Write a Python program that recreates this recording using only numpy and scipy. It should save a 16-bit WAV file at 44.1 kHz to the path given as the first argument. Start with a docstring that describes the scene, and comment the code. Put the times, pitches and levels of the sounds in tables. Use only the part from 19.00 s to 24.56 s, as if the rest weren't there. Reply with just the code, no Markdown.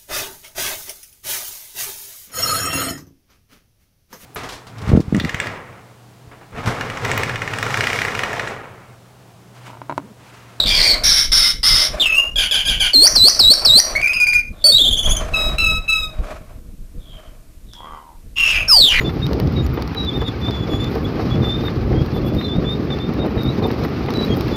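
"""Bulldozer on broken rock

An open building site, one microphone within earshot of falling sand, no echo. A bulldozer crawls by,
its diesel droning under the rumble of the tracks. Rocks thud under the hull, track shoes clank,
pebbles clack, stone chips snap and sand slides off the steel, while the dry track pins stick and
slip, squealing in short wavering notes."""
import sys
import numpy as np
from scipy import signal
from scipy.fft import rfft, irfft, next_fast_len
from scipy.io import wavfile

SR = 44100
rng = np.random.default_rng(int(sys.argv[2]) if len(sys.argv) > 2 else 0)


def transcribe(u):
    """Save the signal u as a 16-bit wav file named by the first command-line argument.

    u: samples, shape (n,) or (channels, n), limited to [-1, 1]; the rate is SR.
    q: integer samples, one column per channel.
    """
    v = np.clip(np.atleast_2d(u).T, -1, 1)
    q = np.round(v * 32767).astype(np.int16)
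    wavfile.write(sys.argv[1], SR, q)


N = 245195
T = np.arange(N) / SR

# slow drift as the machine works: (time [s], engine load [dB], rolling [dB], grinding [dB], grit [dB])
EFFORT = [(0, -29, -27, -35.5, -49), (0.3, -26.5, -24.0, -36.0, -50.0), (0.7, -24.5, -26.5, -35.5, -52.5),
          (1.05, -35, -26.5, -35.5, -50.0), (1.4, -29.5, -27.5, -35, -51), (1.9, -29, -23, -33.5, -49),
          (2.3, -30, -22.5, -32.5, -48), (2.85, -23.5, -24.5, -35.5, -51),
          (3.15, -32.5, -24.0, -35.5, -50.5), (3.6, -29.5, -22.5, -36.0, -52),
          (3.95, -32.5, -24.5, -34.5, -50.5), (4.35, -33.5, -22.5, -34, -52),
          (4.75, -35.5, -22.0, -33, -47.5), (5.0, -28.5, -25, -32.5, -50), (5.2, -37, -23.5, -31.5, -46.0),
          (5.56, -28, -21.5, -32, -46.5)]
LOAD, ROLL, GRIND, GRIT = 1, 2, 3, 4
# the hull lurching over heaps: (middle [s], length [s], heave of hull [dB], crush of rock [dB])
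HULL_LURCHES = [(0.06, 0.077, 1, 5), (0.175, 0.02, -10, 7), (0.245, 0.086, 6, -2.5), (0.372, 0.16, -0.5, 4),
                (0.476, 0.12, 7, 3), (0.589, 0.072, 9, 6), (0.793, .04, -11, 8.5), (0.915, 0.091, 5, -2.5),
                (1.166, 0.087, -1, 4), (1.496, 0.02, 9, 9.5), (1.617, 0.037, 1, 1), (1.732, 0.08, -3, 4.5),
                (1.95, 0.055, -1, -1.5), (2.055, 0.037, 8, 0.5), (2.31, 0.088, -1.5, -4),
                (2.376, 0.24, 8, 3), (2.769, 0.043, 5, 1), (2.946, 0.14, 6.5, 5.5), (3.237, 0.18, 5, 3),
                (3.358, .06, 7, 4.5), (3.578, 0.057, 4, 1.5), (3.665, 0.06, 5, -1), (4.245, .11, 0.5, 6),
                (4.371, 0.036, 5.5, 5.5), (4.492, 0.096, 8.5, -1), (4.647, 0.089, 8, 3.5),
                (4.828, 0.1, 7, 2), (5.181, 0.1, 6, 3.5), (5.323, 0.1, 6.5, 5)]
HEAVE, CRUSH = 2, 3
# sand sliding off the steel: (time [s], length [s], level [dB])
SAND_SPILLS = [(.015, .04, -49), (0.645, 0.033, -57.5), (1.46, 0.08, -71), (1.718, 0.036, -61),
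               (1.915, .02, -52), (1.975, .03, -61), (2.044, 0.014, -50.5), (2.66, 0.061, -57),
               (3.16, 0.043, -52), (3.275, 0.04, -48), (3.4, 0.07, -59), (4.436, 0.034, -53),
               (4.672, 0.012, -46), (4.85, 0.017, -46.5), (5.373, 0.022, -47)]
# stone chips breaking: (time [s], peak [dB], brightness [dB])
CHIP_SNAPS = [(0.2662, -20, -22), (0.3325, -17.5, -21), (0.4, -19.5, -17), (0.4737, -29, -29),
              (0.523, -30, -10.5), (0.665, -21, -13), (0.823, -17.5, -21), (0.8769, -21, -22),
              (.9473, -30, -12), (1.048, -28, -20), (1.1762, -31, -11), (1.2172, -31, -10),
              (1.509, -22.5, -25), (1.8437, -21, -31), (1.953, -24.5, -20), (3.0614, -27.5, -14),
              (3.349, -26.5, -10), (3.4681, -35, -21), (3.9882, -25, -41), (4.1376, -33, -9),
              (4.2633, -31, -11), (4.433, -26, -15), (4.626, -29, -20), (4.6684, -38, -9),
              (4.7143, -24.5, -18), (4.8378, -20.5, -27), (5.062, -26, -18), (5.105, -21, -22),
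              (5.138, -20.5, -24), (5.1724, -24, -24), (5.249, -23.5, -9), (5.3703, -28, -5),
              (5.4094, -15.5, -15), (5.482, -23, -13)]
# rocks knocking under the hull: (time [s], level [dB], pitch [Hz])
ROCK_THUDS = [(0.08, -0.5, 165), (0.466, -9.5, 125), (0.586, -3.5, 127), (1.164, -4, 131),
              (1.744, -1.5, 123), (2.38, -6, 118), (2.931, -4, 102), (2.953, -9, 140), (2.978, -1, 108),
              (3.016, 1.5, 143), (3.228, -5, 116), (3.364, -1.5, 102), (3.583, 1.5, 116),
              (4.091, -2.5, 213), (4.374, -1.5, 129), (4.617, -14, 126), (5.303, -2, 221)]
# track shoes striking rock: (time [s], peak [dB], brightness [dB])
SHOE_STRIKES = [(0.012, -16, -6.5), (.094, -18.5, -6), (.321, -17, -21.5), (.773, -12.5, -9.5),
                (.949, -19, -11), (1.216, -13.5, -15), (1.481, -16, -15), (1.734, -19, -13.5),
                (1.955, -12, -32), (2.195, -13, -21), (2.401, -18, -26), (2.442, -20, -9),
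                (2.635, -17.5, -29), (2.681, -13.5, -7), (2.928, -19.5, -12.5), (3.163, -17, -18),
                (3.252, -32, -29), (3.411, -19.5, 10), (3.642, -18.5, -10.5), (3.904, -18.5, -8),
                (3.986, -17, -13), (4.091, -17.5, -26), (4.226, -22, -28), (4.305, -16.5, -18),
                (4.378, -15.5, -16), (4.62, -10.5, -32), (4.654, -11, -43), (4.703, -14.5, -10),
                (4.848, -14, -11), (5.085, -12, -15), (5.371, -16, -36.5)]
# modes of a track shoe with its frame: (frequency [Hz], level [dB], time to fall 60 dB [s])
SHOE_MODES = [(278, -5, 0.042), (456, 6, 0.15), (614, -2, 0.043), (768, -8, 0.21), (890, -10.5, 0.065),
              (960, -8.5, 0.059), (1178, -19, 0.067), (1320, -11.5, 0.032), (1760, 6.5, 0.014),
              (2012, 2, 0.031), (2465, -14.5, 0.022), (3040, -8, 0.064), (3720, -5, 0.026)]
# diesel exhaust, from the firing rate up through its multiples: (level [dB])
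EXHAUST_HARMONICS = [2, -14.5, -20.5, -12.5]
# pin slips: (start [s], length [s], pitch [Hz], glide [Hz], level [dB], crest [share of length])
PIN_SLIPS = [(0, 0.043, 6800, -36, -42, 0.12), (0.042, 0.055, 3520, 14, -26.5, 0.55),
             (0.214, 0.055, 3720, 61.5, -25, 0.4), (0.556, 0.064, 3790, -54, -25.5, 0.84),
             (0.621, 0.04, 6885, 63, -49, 0.6), (0.734, 0.018, 14220, -120, -37, 0.3),
             (0.957, 0.064, 3890, -150, -25, 0.45), (0.998, 0.082, 3870, 50, -26.5, 0.11),
             (1.06, 0.051, 3516, -100, -22.5, 0.64), (1.11, 0.024, 3330, 100, -32, 0.25),
             (1.127, 0.051, 3620, 40, -27.5, 0.86), (1.182, 0.084, 3490, 60, -32.5, 0.4),
             (1.246, 0.05, 3650, -120, -27, 0.6), (1.261, 0.041, 3416, -10, -28, 0.45),
             (1.41, 0.094, 3550, 103, -27, 0.66), (1.508, 0.12, 3454, -75, -29, 0.15),
             (1.612, 0.043, 3440, -50, -31.5, 0.43), (1.689, 0.1, 3430, -50, -28, 0.58),
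             (1.788, 0.1, 3534, 28, -30, 0.2), (2.043, 0.03, 3420, 155, -29.5, 0.41),
             (2.3, 0.083, 3416, 75.5, -31.5, 0.18), (2.418, 0.066, 3540, -100, -26.5, 0.62),
             (2.468, 0.1, 3580, 74, -21, 0.42), (2.578, 0.05, 3610, 148, -36, 0.15),
             (2.627, 0.063, 3670, -130, -29, 0.98), (2.938, 0.097, 3260, 191, -36, 0.71),
             (3.136, 0.052, 3505, -93, -34, 0.82), (3.233, 0.12, 3420, 67.5, -38, 0.35),
             (3.363, 0.072, 3715, 122, -32.0, 0.39), (3.399, 0.088, 4040, -17, -29, 0.54),
             (3.421, 0.061, 3580, -120, -28, 0.74), (3.463, 0.083, 3535, -3, -28, 0.73),
             (3.532, 0.078, 3710, 133, -35, 0.16), (3.643, 0.115, 3590, 275, -25.5, 0.47),
             (3.9, 0.046, 3565, -110, -26, 0.64), (3.995, 0.085, 3595, 104, -32.5, 0.2),
             (4.183, 0.058, 3714, 30, -29.5, 0.66), (4.371, 0.11, 3720, -200, -31, 0.15),
             (4.433, 0.1, 3760, 432, -31, 0.53), (4.63, 0.045, 3620, -74, -30, 0.32),
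             (5.134, 0.069, 3954, 17, -26.5, 1), (5.189, 0.067, 3930, -56.5, -27, 0.76),
             (5.287, 0.061, 3250, -30, -27.5, 0.56), (5.508, 0.055, 3485, 23, -32, 0.85)]
# how hard the pins bite, which lifts their overtones: (time [s], level [dB])
PIN_BITE = [(0, 2.5), (.6, -11), (1.05, -13), (1.25, 2), (1.55, -5), (1.75, 5.5), (1.9, 9), (2.1, -6),
            (3.3, -6), (3.7, -3.5), (4.4, -5), (5.5, 2)]
# spectra at the microphone, each: (frequency [Hz], level [dB])
SAND_SPECTRUM = [(4000, -41), (8500, -15.5), (10500, -10), (12500, 1.5), (14500, 1), (16500, -30)]  # fine grains on steel
CHIP_SPECTRUM = [(800, 3.5), (2800, -4), (4400, 2.5), (5600, -3.5), (7000, -22.5), (8800, -28.5),
                 (11000, -16.5), (13500, -9), (16000, -20)]  # splitting stone
BOOM_SPECTRUM = [(18, -44), (30, -13), (40, -14), (50, 3), (66, -0.5), (82, 5.5), (110, -24.5), (200, -42)]  # hull shaken by the engine
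RUMBLE_SPECTRUM = [(45, -41), (70, -17.5), (92, -6), (128, -2), (175, -12), (260, -16), (500, -46)]  # hull shaken by the tracks
ROCK_SPECTRUM = [(70, -43), (150, -2.5), (210, 1), (290, 1), (420, -4), (560, -18.5), (800, -38.5),
                 (1600, -36)]  # rolling rocks
GRAVEL_SPECTRUM = [(300, -50), (560, -13), (770, 0.5), (980, -6), (1180, -1), (1550, -9.5), (2450, -10.5),
                   (3000, -16.5), (4200, -21), (7000, -48)]  # grinding gravel
GRIT_SPECTRUM = [(1500, -25), (3000, -4.5), (4200, 1), (5000, 1), (5800, -6.5), (6700, -18), (7800, -29.5),
                 (9200, -28.5), (11000, -22.5), (13500, -18), (15000, -26), (16500, -28)]  # hissing grit
PIN_SPECTRUM = [(2000, -7), (4500, 3), (6900, -2.5), (7400, -15), (8300, -7), (10400, -6.5), (11500, 2),
                (14000, -8), (16000, -22)]  # how the squeal's overtones carry


def amp(db):
    """Decibels to gain."""
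    return 10 ** (np.asarray(db) / 20)


def unit(x):
    """Scales to an rms of 1."""
    return x / np.sqrt(np.mean(x ** 2) + 1e-20)


def add(mix, start_s, sound):
    """Mixes a sound in at its start time."""
    part = mix[max(0, round(start_s * SR)):][:len(sound)]
    part += sound[:len(part)]


def colour(x, spectrum):
    """Filters x by (frequency [Hz], level [dB]) points on a log axis, rolling off past both ends."""
    hz, db = np.transpose(spectrum)
    size = next_fast_len(len(x))
    f = np.fft.rfftfreq(size, 1 / SR) + 1
    skirts = np.minimum(f / hz[0], 1) ** 2 * np.minimum(hz[-1] / f, 1) ** 4
    gain = amp(np.interp(np.log(f), np.log(hz), db)) * skirts
    return irfft(rfft(x, size) * gain, size)[:len(x)]


def wander(rate_hz):
    """Random motion of rms 1, mostly slower than rate_hz."""
    slow_sr, size = 2000, 16384
    f = np.fft.rfftfreq(size, 1 / slow_sr)
    motion = irfft(rfft(rng.standard_normal(size)) / (1 + (f / rate_hz) ** 4))
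    return unit(np.interp(T, np.arange(size) / slow_sr, motion))


def impacts(per_s, spread_db, wash):
    """Small collisions of uneven size, over a wash of those too fine to tell apart."""
    size = amp(spread_db * np.minimum(rng.exponential(1, N), 3))
    hits = size * rng.choice([-1, 1], N) * (rng.random(N) < per_s / SR)
    return unit(unit(hits) + wash * rng.standard_normal(N))


def gain_curve(column, table=EFFORT):
    """One column of levels over time, as a gain for every sample."""
    rows = np.array(table)
    return amp(np.interp(T, rows[:, 0], rows[:, column]))


def lurch_db(column, settle_share=0.25, settle_lag=0.81):
    """Each lurch swells and fades, and a lull follows while the hull settles."""
    db = np.zeros(N)
    for row in HULL_LURCHES:
        u = (T - row[0]) / row[1]  # time in lurch lengths
        lull = settle_share * np.exp(-(2 * (u - settle_lag)) ** 2)
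        db += row[column] * (np.exp(-(2 * u) ** 2) - lull)
    return db


def sand(trickle_db=-67, patchy_db=3, ticks_db=-67, tick_s=0.001):
    """Fine grains trickle over the steel and now and then spill in a rush; coarser ones tick singly."""
    flow = amp(trickle_db + patchy_db * wander(12)) * unit(gain_curve(GRIT))
    for s, length, db in SAND_SPILLS:
        flow += amp(db) * np.exp(-(2 * (T - s) / length) ** 2)
    t = np.arange(900) / SR
    skid = rng.standard_normal(len(t)) * (np.exp(-t / tick_s) + 0.15 * np.exp(-t / 0.0087))
    ticks = signal.fftconvolve(impacts(per_s=14, spread_db=1.7, wash=0), skid)[:N] * gain_curve(GRIT)
    ticks = colour(ticks, [(2500, -8), (4800, 3), (7500, -16), (9000, -22.5),
                           (12500, -2), (15000, -3), (16500, -16)])
    grains = unit(colour(impacts(1500, 3.1, 0.9), SAND_SPECTRUM))
    return flow * grains + amp(ticks_db) * unit(ticks)


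def pebbles(level_db=-11, per_s=5, spread_db=3, ring_s=0.0058):
    """Loose pebbles clack together all the time, each size at its own pitch."""
    out, t = np.zeros(N), np.arange(1500) / SR
    envelope = (1 - np.exp(-t / 0.0028)) * np.exp(-t / ring_s)
    for hz in np.geomspace(800, 2700, 14):
        clack = envelope * (np.sin(2 * np.pi * hz * t) + 0.5 * np.sin(2 * np.pi * hz * 1.6 * t))
        out += signal.oaconvolve(impacts(per_s, spread_db, wash=0), clack)[:N] / np.sqrt(hz)
    return amp(level_db) * unit(out) * gain_curve(GRIND)


def chip_snaps(level_db=3, crack_s=0.002, split=4, tilt=0.67):
    """A chip of stone splits with one sharp click and a brief spray of splinters."""
    out, t = np.zeros(N), np.arange(-256, 1024) / SR
    for s, db, bright_db in CHIP_SNAPS:
        splinters = rng.standard_normal(len(t)) * (t >= 0) * np.exp(-abs(t) / crack_s)
        crack = colour(splinters + split * (t == 0), CHIP_SPECTRUM)
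        treble_db = tilt * (bright_db + 17.5)  # a cleaner break is brighter
        crack = colour(crack, [(200, 0), (7000, 0), (11000, treble_db), (17000, treble_db)])
        add(out, s + t[0], amp(db + level_db) * crack / abs(crack).max())
    return out


def diesel(firing_hz=64.75, waver=0.00636, note_db=-2.5, boom_db=-1.5, throb_db=6, sway_db=1.9):
    """The firing note of the diesel hunts a little; the hull booms with it as the load swells."""
    firings = np.cumsum(firing_hz * (1 + waver * wander(7.9))) / SR
    note = np.zeros(N)
    for order, db in enumerate(EXHAUST_HARMONICS, 1):
        throb = amp(db + throb_db * wander(19))
        note += throb * np.sin(2 * np.pi * (order * firings + rng.random()))
    boom = unit(colour(impacts(200, 1.7, 1.2), BOOM_SPECTRUM))
    swell = gain_curve(LOAD) * amp(0.53 * lurch_db(HEAVE) + sway_db * wander(13))
    return (amp(note_db) * unit(note) + amp(boom_db) * boom) * swell


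def rock_thuds(level_db=-3.5, rise_s=0.00027, ring_s=0.0051):
    """A heavy rock under the hull gives one dull push that dies within a cycle or two."""
    out, t = np.zeros(N), np.arange(3000) / SR
    for s, db, hz in ROCK_THUDS:
        push = (1 - np.exp(-t / rise_s)) * np.exp(-t / ring_s) * np.sin(2 * np.pi * hz * t)
        add(out, s, amp(db + level_db) * push / abs(push).max())
    return colour(out, [(50, 2.5), (100, -4.5), (400, -1), (1500, -12), (4000, -12)])


def shoe_clanks(level_db=-2, crumble_gain=0.57, crumble_s=0.012, scatter=0.024, rise_s=0.00066):
    """A track shoe rings briefly, damped by the ground, while the stone under it crumbles."""
    out, t = np.zeros(N), np.arange(5000) / SR
    hz, mode_db, t60 = np.array(SHOE_MODES).T[:, :, None]
    for s, db, bright_db in SHOE_STRIKES:
        detune, drive = rng.standard_normal((2, len(SHOE_MODES), 1))
        decays = amp(mode_db + 2.6 * drive - 60 * t / t60) * np.sign(drive)
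        modes = decays * np.sin(2 * np.pi * hz * (1 + scatter * detune) * t)
        crumble = colour(rng.standard_normal(len(t)), GRAVEL_SPECTRUM) * np.exp(-t / crumble_s)
        hit = (unit(modes.sum(0)) + crumble_gain * unit(crumble)) * (1 - np.exp(-t / rise_s))
        treble_db = bright_db + 7.5  # each clank has its own brightness, from dull knock to bright clink
        hit = colour(hit, [(100, 0.0038), (1000, 0), (2200, treble_db), (5000, treble_db)])
        add(out, s, amp(db + level_db) * hit / abs(hit).max())
    return out


def tracks(rumble_db=-15, rolling_db=-1, edge_gain=0.3, grinding_db=-2.4, grit_db=3):
    """Tracks on rubble: the hull rumbles; rocks roll, gravel grinds and grit hisses, jolted together."""
    jolt_db, crush_db = wander(28), lurch_db(CRUSH)
    weight = gain_curve(ROLL) * amp(crush_db)
    rumble = unit(colour(impacts(260, 2.0, 0.8), RUMBLE_SPECTRUM))
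    rumble *= gain_curve(LOAD) ** 0.36 * amp(rumble_db + lurch_db(HEAVE))
    rocks = impacts(330, 3.26, 0.92) * amp(jolt_db)
    rolling = unit(colour(rocks, ROCK_SPECTRUM)) * weight * amp(rolling_db)
    # pressed harder, the rocks knock with a brighter edge
    edge = unit(colour(rocks, [(250, -29), (480, 5), (620, 3), (900, -5.5), (1600, -47)]))
    edge *= edge_gain * weight ** 2 / weight.max()
    grinding = unit(colour(impacts(700, 2.3, 2.4), GRAVEL_SPECTRUM) * amp(0.84 * jolt_db))
    grinding *= gain_curve(GRIND) * amp(grinding_db + 0.052 * crush_db)
    grit = unit(colour(impacts(600, 6.1, 2.5), GRIT_SPECTRUM) * amp(1.9 * jolt_db))
    grit *= gain_curve(GRIT) * amp(grit_db)
    return rumble + rolling + edge + grinding + grit


def pin_squeals(level_db=-2.5, catch_db=-11, release_db=-12, flutter_db=2.5, fade_s=0.0053,
                overtones_db=(-23, -28, -30), ring_gain=0.4, ring_s=0.012):
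    """A dry pin sticks and slips: a nearly pure note swells, glides, lets go and rings in the steel."""
    notes, overtones = np.zeros((2, N))
    bend = 1 + 0.0018 * wander(34) + 0.0037 * wander(45) + 0.0042 * wander(350)  # drift, waver, rasp
    grip = amp(flutter_db * wander(81))
    for s, length, hz, glide_hz, db, crest in PIN_SLIPS:
        slipping = (T >= s) & (T <= s + length)
        progress = (T[slipping] - s) / length
        pitch_hz = (hz + glide_hz * (progress - 0.5)) * bend[slipping]
        phase = 2 * np.pi * np.cumsum(pitch_hz) / SR
        swell_db = np.interp(progress, [0, crest, 1], [catch_db, 0, release_db])
        fade = np.clip(np.minimum(progress, 1 - progress) * length / fade_s, 0, 1)
        level = np.sqrt(2) * amp(level_db + db + swell_db) * unit(grip[slipping]) * fade
        add(notes, s, level * np.sin(phase))
        for order, overtone_db in enumerate(overtones_db, 2):
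            if order * hz < SR / 2:
                add(overtones, s, level * amp(overtone_db) * np.sin(order * phase))
    notes += colour(overtones, PIN_SPECTRUM) * gain_curve(1, PIN_BITE)
    t = np.arange(4000) / SR
    steel_ring = rng.standard_normal(len(t)) * np.exp(-t / ring_s)
    return notes + ring_gain * signal.fftconvolve(notes, steel_ring / np.linalg.norm(steel_ring))[:N]


def scene():
    """Open ground: every sound reaches the one microphone directly."""
    machine = diesel() + tracks() + rock_thuds() + shoe_clanks()
    debris = pebbles() + chip_snaps() + sand()
    return (machine + debris + pin_squeals())[None]


def record(dry, edge_hz=16200):
    """The recorder behind the microphone cuts off the highest treble."""
    lowpass = signal.firwin(511, edge_hz, window=("kaiser", 9), fs=SR)
    return signal.oaconvolve(dry, lowpass[None], "same")


dry = scene()
out = record(dry)
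transcribe(out)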